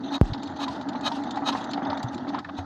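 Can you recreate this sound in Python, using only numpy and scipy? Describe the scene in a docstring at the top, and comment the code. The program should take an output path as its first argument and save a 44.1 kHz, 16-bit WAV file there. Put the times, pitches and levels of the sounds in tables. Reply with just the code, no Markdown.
"""Gear rumble opens the scene: a single-cylinder diesel is hand-cranked outdoors with its valve held open.
Random tooth knocks and sliding noise excite resonances of the cast block and case, beside a wandering hum.
Shaped turbulent noise puffs out of and sucks into the cylinder; a sharp bump and a few soft ones reach the
microphone directly. Tappets tick, the valve rings and linkage clanks as damped modes, and iron scrapes as
grains of friction while the crank stalls. Low outdoor air and a steady floor lie beneath."""
import sys
import numpy as np
from scipy import signal
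from scipy.fft import rfft, irfft, next_fast_len
from scipy.io import wavfile
from scipy.ndimage import uniform_filter1d, map_coordinates

SR = 44100
rng = np.random.default_rng(int(sys.argv[2]) if len(sys.argv) > 2 else 0)


def to_wav(s):
    """Save 16-bit WAV."""
    ch = np.atleast_2d(s).T  # columns
    pcm = np.round(np.clip(ch, -1, 1) * 32767)  # PCM
    wavfile.write(sys.argv[1], SR, pcm.astype(np.int16))


N = 116865
T = np.arange(N) / SR  # time [s]


def amp(db):
    """Decibel law: a level in dB becomes an amplitude ratio."""
    return 10 ** (np.asarray(db) / 20)


def unit(x):
    """Power normalization: x is scaled to rms 1."""
    return x / np.sqrt(np.mean(x ** 2) + 1e-20)


def filtered(x, response):
    """Linear filtering: the spectrum of x is multiplied by a complex response of frequency."""
    m = next_fast_len(N + SR // 2)
    return irfft(rfft(x, m) * response(np.fft.rfftfreq(m, 1 / SR)), m)[:N]


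def dull(hz):
    """Causal low-pass: four equal first-order poles at hz in cascade."""
    return lambda f: (1 + 1j * f / hz) ** -4


def resonate(x, peaks, top_hz):
    """Modal superposition: parallel (Hz, width Hz, dB) resonances fade above top_hz; the sum has rms 1."""
    def response(f):
        modes = 0
        for k, (centre, width, db) in enumerate(peaks):
            damping = 1j * f * width
            # neighbouring modes alternate in sign
            modes = modes + (-1) ** k * amp(db) * damping / (centre ** 2 - f ** 2 + damping)
        low_cut = (1j * f / (70 + 1j * f)) ** 2
        return dull(top_hz)(f) * low_cut * modes
    return unit(filtered(x, response))


def noise(points):
    """Spectral shaping: white noise is coloured by (Hz, dB) points on a log-frequency axis, to rms 1."""
    hz, db = np.transpose(points)

    def colour(f):
        return amp(np.interp(np.log(f + 1), np.log(hz + 1), db))
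    return unit(filtered(rng.standard_normal(N), colour))


def wobble(rate):
    """Slow random modulation: a smooth curve through random knots, rate of them a second."""
    knots = rng.standard_normal(int(N * rate / SR) + 4)
    return map_coordinates(knots, [T * rate])


def patchy(x, depth_db, count=6):
    """Time-frequency modulation: smoothed random gain patches make the noise uneven, at rms 1."""
    z = signal.stft(x, nperseg=256)[2]
    field = uniform_filter1d(rng.standard_normal(z.shape), size=4, axis=0)  # along frequency
    field = uniform_filter1d(field, size=count, axis=1)  # along time
    return unit(signal.istft(z * amp(depth_db * unit(field)), nperseg=256)[1][:N])


def swell(rows):
    """Asymmetric Gaussian envelopes: each flow (peak s, dB, rise s, fall s) grows and dies at its own rate."""
    total = 0
    for s, db, rise, fall in rows:
        width = np.where(T < s, rise, fall)
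        total = total + amp(db) * np.exp(-((T - s) / width) ** 2)
    return total


def ring(modes, rise_s, rattle):
    """Impulse response: modes (Hz, dB, t60 s), scattered in level and pitch, decay under a rough gain."""
    scatter_db, detune = 3, 0.023
    t = T[:SR // 4]
    tone = 0
    for hz, db, t60 in modes:
        decay = amp(db + scatter_db * rng.normal() - 60 * t / t60)
        tone = tone + decay * np.sin(2 * np.pi * hz * (1 + detune * rng.normal()) * t)
    jiggle = 1 + rattle * uniform_filter1d(rng.standard_normal(len(t)), size=40) * np.sqrt(40)
    jiggle = uniform_filter1d(jiggle, size=20)
    return tone * jiggle * (1 - np.exp(-t / rise_s))


def add(out, s, x):
    """Superposition: x is mixed into out from time s."""
    part = out[round(s * SR):][:len(x)]
    part += x[:len(part)]


def chatter():
    """Random impact train: chattering loose parts make sudden gain rises that decay exponentially."""
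    per_s, t60_s, rise_db = 90, 0.04, 9
    hits = (rng.random(N) < per_s / SR) * amp(1.3 * rng.standard_normal(N))
    t = T[:SR // 8]
    decay = amp(-60 * t / t60_s) * (1 - np.exp(-t / 0.002))
    return unit(1 + amp(rise_db) * signal.fftconvolve(hits, decay)[:N])


def gear_drive():
    """Mixed excitation: sparse tooth knocks of random size and sign over smooth sliding noise."""
    teeth_per_s, tooth_spread_db, smooth_share = 600, 3.0, 1.03
    size = amp(tooth_spread_db * rng.standard_normal(N))
    knocks = (rng.random(N) < teeth_per_s / SR) * size * rng.standard_normal(N)
    return unit(knocks) + smooth_share * rng.standard_normal(N)


def gears():
    """Source-filter principle: tooth knocks and sliding noise excite block and case resonances, with hiss."""
    # gear rumble: (time [s], hum level [dB], clatter level [dB], hiss level [dB])
    rumble = [(0.0, -32, -43.5, -57.5), (0.18, -35, -36, -45), (0.21, -32.5, -40, -69),
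              (0.26, -35, -40, -54.5), (1.27, -32.5, -36.5, -55), (1.8, -31, -37, -48.5),
              (1.905, -29.5, -30, -50.5), (1.94, -34.5, -36, -53), (2.39, -31.5, -41, -56.5),
              (2.42, -50, -50.5, -72), (2.55, -33.5, -43.5, -53), (2.65, -44, -44, -64)]
    # low resonances of the block: (frequency [Hz], width [Hz], relative level [dB])
    block = [(104, 67, -18.5), (189.7, 68, -10.5), (257.6, 41.3, -3), (282.4, 9.1, 4.5), (321.7, 51, -11.5)]
    # resonances of the gear case: (frequency [Hz], width [Hz], relative level [dB])
    case = [(635.7, 75, -5), (767.7, 51.3, 0), (839.4, 79, 0), (952, 118, -5), (1265, 302, -10.5),
            (1950, 326, -19)]
    # hiss spectrum: (frequency [Hz], relative density [dB per Hz])
    hiss_spectrum = [(1900, -10), (2300, -17.5), (3100, -8), (3800, -2), (4500, -8), (5200, -25),
                     (6200, -13), (7300, -28), (7800, -47.5), (15800, -49.5)]
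    hum_hz, hum_wander_hz, hum_db = 278.1, 9.11, -6.5
    s, *cols = np.transpose(rumble)
    hum_gain, clatter_gain, hiss_gain = [amp(np.interp(T, s, c)) for c in cols]

    tone = np.sin(2 * np.pi * np.cumsum(hum_hz + hum_wander_hz * wobble(17)) / SR)
    tone_gain = amp(hum_db + 4.9 * wobble(6.8))
    hum = unit(resonate(gear_drive(), block, top_hz=1450) + tone_gain * tone)
    clatter = resonate(gear_drive(), case, top_hz=4160)
    hiss = chatter() * patchy(noise(hiss_spectrum), depth_db=4.5, count=14)
    return (hum_gain * amp(1.1 * wobble(24.94)) * hum
            + clatter_gain * amp(0.74 * wobble(30.56)) * clatter
            + hiss_gain * amp(1.1 * wobble(25.67)) * hiss)


def outdoor_air():
    """Low-frequency random pressure: coloured noise with a fluctuating level."""
    # low outdoor air: (frequency [Hz], relative density [dB per Hz])
    low_air = [(25, -42.5), (60, -10), (90, 5.5), (170, -1.5), (300, -29), (500, -94)]
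    return amp(-49.5 + 3.7 * wobble(21.0)) * noise(low_air)


def outdoor_floor():
    """Stationary random process: coloured noise at a constant level."""
    # steady outdoor floor: (frequency [Hz], relative density [dB per Hz])
    floor = [(1500, -2.5), (2300, -23), (3800, -8), (6500, -18.5), (8000, -34), (15800, -45)]
    return amp(-59.5) * noise(floor)


def air():
    """Flow turbulence: noise excites the valve port's resonances going out and hisses going in."""
    # strokes out through the valve: (peak time [s], level [dB], rise [s], fall [s])
    puffs = [(.158, -32, 0.029, 0.011), (.635, -31, 0.031, 0.015), (1.075, -26, 0.026, 0.014),
             (1.49, -24, 0.024, 0.013), (2.585, -43.5, 0.014, 0.021)]
    # strokes back in: (peak time [s], level [dB], rise [s], fall [s])
    sucks = [(.27, -52, 0.058, 0.048), (.73, -48.5, 0.053, 0.04), (1.16, -48, 0.054, 0.046),
             (1.57, -45.5, 0.065, 0.044), (2.145, -52, 0.024, 0.0055)]
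    # port resonances: (frequency [Hz], width [Hz], relative level [dB])
    port = [(590, 58, 1.5), (892, 103, 7.5), (1305, 67, 5.5), (1696, 67, -2), (2524, 55, -2),
            (3056, 49, -1), (3812, 16, 15), (4160, 140, 2), (6470, 77, -3)]
    # outgoing hiss: (frequency [Hz], relative density [dB per Hz])
    puff_air = [(400, -33.5), (900, -6.5), (2240, -18.5), (3700, -4.5), (4800, -15.5), (7300, -24.5),
                (8200, -32.5), (13000, -41.5), (14000, -58.5), (15800, -53)]
    # incoming hiss: (frequency [Hz], relative density [dB per Hz])
    suck_air = [(1500, -36), (2450, -8), (3750, -2.5), (4900, -10.5), (5800, -11.5), (7200, -18.5),
                (10500, -35), (11500, -39), (15800, -53)]
    port_db, air_db = 1, -5.5
    spit_s, spit_half_s, spit_db = 2.034, 0.0069, -60.5  # one bright spit of air

    whistle = resonate(rng.standard_normal(N), port, top_hz=10000)
    outflow = amp(port_db) * whistle + amp(air_db) * noise(puff_air)
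    inflow = patchy(noise(suck_air), depth_db=2.5)
    spit_gain = amp(spit_db) * np.exp(-((T - spit_s) / spit_half_s) ** 2)
    spit = spit_gain * noise([(5000, -26), (8000, -1), (15800, -7)])
    return (swell(puffs) * amp(1.1 * wobble(150)) * outflow
            + swell(sucks) * amp(1.4 * wobble(87)) * inflow + spit)


def bumps():
    """Damped oscillation: a sharp bump whose swing slows as it dies, a faint crack, and soft low thuds."""
    # soft bumps: (time [s], level [dB], frequency [Hz], t60 [s])
    soft = [(0.3, -18, 90, 0.054), (0.32, -10, 109, 0.037), (1.891, -34.5, 98, 0.22),
            (2.042, -18.5, 122, 0.118), (2.586, -28.5, 90, 0.36)]
    bump_s, bump_db, first_half_s, stretch = .2131, -1.2, .00135, 1.9
    decay_s, fade_power, top_hz = .0085, .7, 3700
    crack_db, crack_t60_s = -34, .008

    t = np.clip(T - bump_s, 0, None)
    swing = np.sin(np.pi * (t / first_half_s) ** (1 / stretch))  # half-swings grow longer
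    out = -amp(bump_db) * swing * np.exp(-(t / decay_s) ** fade_power)
    t = T[:SR // 2]
    for s, db, hz, t60 in soft:
        decay = amp(db - 60 * t / t60) * (1 - np.exp(-t / 0.0033))
        add(out, s, -decay * np.sin(2 * np.pi * hz * t))
    crack_gain = amp(crack_db - 60 * np.abs(T - bump_s) / crack_t60_s) * (T > bump_s)
    crack = crack_gain * noise([(500, -11), (4000, -6.0), (8000, -21.0), (15800, -32)])
    return filtered(out, dull(top_hz)) + crack


def ticks():
    """Impact radiation: closing tappets excite short steel modes and a decaying noisy rattle."""
    # tappet ticks: (time [s], relative level [dB], relative level of the bright part [dB])
    tick_events = [(0.3334, -22.5, -31), (0.345, -33, -27), (0.378, -36, -33), (0.4315, -27.5, -14.5),
                   (0.4726, -31, -22), (0.562, -35, -20), (0.68, -26, -22), (0.811, -31, -20),
                   (0.8863, -27, -16), (0.931, -35, -30), (1.0091, -35, -14), (1.118, -26, -29),
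                   (1.2352, -31, -16), (1.3077, -27.5, -13), (1.357, -33, -18.5), (1.37, -30, -22.5),
                   (1.526, -23.5, -37), (1.571, -30, -31), (1.6408, -29.5, -14), (1.711, -28.5, -14.5),
                   (1.7332, -19.5, -26), (1.8494, -28.5, -54), (1.899, -24.5, -46), (1.929, -35, -45),
                   (1.9735, -30.5, -19), (2.0289, -27, -11.5), (2.144, -34, -12), (2.178, -31, -26),
                   (2.2891, -28.5, -26), (2.3442, -31.5, -51), (2.388, -27.5, -22), (2.4447, -38, -22),
                   (2.4903, -40, -44), (2.5778, -36, -14)]
    # lower steel modes: (nominal frequency [Hz], mean relative level [dB], t60 [s])
    steel = [(2355, 2, 0.018), (3080, -3, 0.019), (3784, 5, 0.024), (4462, 2.5, 0.027), (5110, -10, 0.05)]
    # bright steel mode: (nominal frequency [Hz], mean relative level [dB], t60 [s])
    steel_high = [(7550, -3.5, 0.031)]
    # lower rattle: (frequency [Hz], relative density [dB per Hz])
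    grit_spectrum = [(1500, -20), (2300, -13), (3700, 0), (5200, -9.5), (9000, -67.5)]
    # bright rattle: (frequency [Hz], relative density [dB per Hz])
    fizz_spectrum = [(4500, -33), (6000, -1), (7300, 3), (8000, -16.5), (12500, -28), (15800, -58.5)]
    rattle_t60_s, rattle_db, tick_db = 0.047, 2, -10.5

    out, t = np.zeros(N), T[:SR // 4]
    grit, fizz = noise(grit_spectrum), noise(fizz_spectrum)
    shape = amp(rattle_db - 60 * t / rattle_t60_s) * (1 - np.exp(-t / 0.0015))
    for s, db, bright_db in tick_events:
        k = rng.integers(N - len(t))  # a random stretch of the noise
        low = ring(steel, rise_s=0.0046, rattle=0.52) + shape * grit[k:k + len(t)]
        high = ring(steel_high, rise_s=0.0024, rattle=0.32) + amp(2.0) * shape * fizz[k:k + len(t)]
        add(out, s, amp(db + tick_db) * (low + amp(bright_db + 4.0) * high))
    return out


def notes():
    """Free vibration: the valve seats after a puff with a clear note and a weak, shorter octave."""
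    # seating notes: (time [s], mean level [dB], nominal pitch [Hz])
    note_events = [(0.676, -20.5, 982), (1.114, -20, 952), (1.524, -17.5, 1000)]
    t60_s, rise_s, octave_db = 0.1, .003, -16
    out = np.zeros(N)
    for s, db, hz in note_events:
        modes = [(hz, db, t60_s), (2 * hz, db + octave_db, t60_s / 2)]
        add(out, s, ring(modes, rise_s, rattle=0.37))
    return out


def clanks():
    """Inharmonic modal impact: loose iron linkage knocks with a noisy crack and rings briefly."""
    # linkage clanks: (time [s], relative level [dB], reference pitch [Hz])
    clank_events = [(0.949, -22, 852), (1.372, -17.5, 844), (1.421, -24.5, 830), (1.549, -17, 810),
                    (1.624, -26.5, 840), (1.776, -21, 813), (1.818, -22.5, 808), (1.929, -21.5, 958),
                    (1.968, -25.5, 793), (2.269, -26.5, 764), (2.345, -21, 1007), (2.382, -21.5, 1297),
                    (2.4465, -25, 1840), (2.587, -25, 787)]
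    # iron modes: (ratio to reference pitch, mean relative level [dB], 60 dB decay [reference cycles])
    iron = [(0.781, -10.5, 57), (0.933, -3.5, 73.5), (0.997, -1, 73.5), (1.401, -13, 70)]
    clank_db, rise_s = -3.5, 0.00084
    knock_db, knock_t60_s = -6, 0.069

    out, t = np.zeros(N), T[:SR // 4]
    grit = noise([(400, -22.5), (900, 7.5), (2000, -1.0), (4500, -29.0), (6000, -40.0)])
    crack_shape = amp(knock_db - 60 * t / knock_t60_s) * (1 - np.exp(-t / 0.0017))
    for s, db, hz in clank_events:
        k = rng.integers(N - len(t))
        crack = crack_shape * grit[k:k + len(t)]
        modes = [(hz * ratio, d, cycles / hz) for ratio, d, cycles in iron]
        add(out, s, amp(db + clank_db) * (ring(modes, rise_s, rattle=0.34) + crack))
    return filtered(out, dull(hz=5000))


def scrapes():
    """Friction excitation: dense uneven grains of rubbing iron drive broad resonances as the crank stalls."""
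    # scrapes: (peak time [s], level [dB], rise [s], fall [s])
    scrape_events = [(2.348, -34.5, 0.015, 0.042), (2.495, -35, 0.0069, 0.0073)]
    grains_per_s = 5000
    grains = (rng.random(N) < grains_per_s / SR) * rng.standard_normal(N)
    peaks = [(754, 167, 3.5), (1380, 680, -4.5), (3670, 740, -14.5)]
    return swell(scrape_events) * resonate(grains, peaks, top_hz=9000)


def brief_dips():
    """Amplitude modulation: the level dips briefly, with smoothed edges."""
    # dips: (start [s], end [s], level change [dB])
    dips = [(0.184, 0.227, -13.5)]
    dip_db = sum(db * ((T > a) & (T < b)) for a, b, db in dips)
    return amp(uniform_filter1d(dip_db * 1., size=300))


def scene():
    """Linear superposition: the dipping, high-passed engine and low air join the floor and the blows."""
    steady = brief_dips() * (gears() + air() + outdoor_air())
    steady = filtered(steady, lambda f: (1j * f / (45 + 1j * f)) ** 4)
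    blows = bumps() + ticks() + notes() + clanks()
    return (steady + outdoor_floor() + blows + scrapes())[None]


def record(dry):
    """Band limitation: nothing is kept at or above 15830 Hz."""
    return filtered(dry[0], lambda hz: hz < 15830)[None]


dry = scene()
out = record(dry)
to_wav(out)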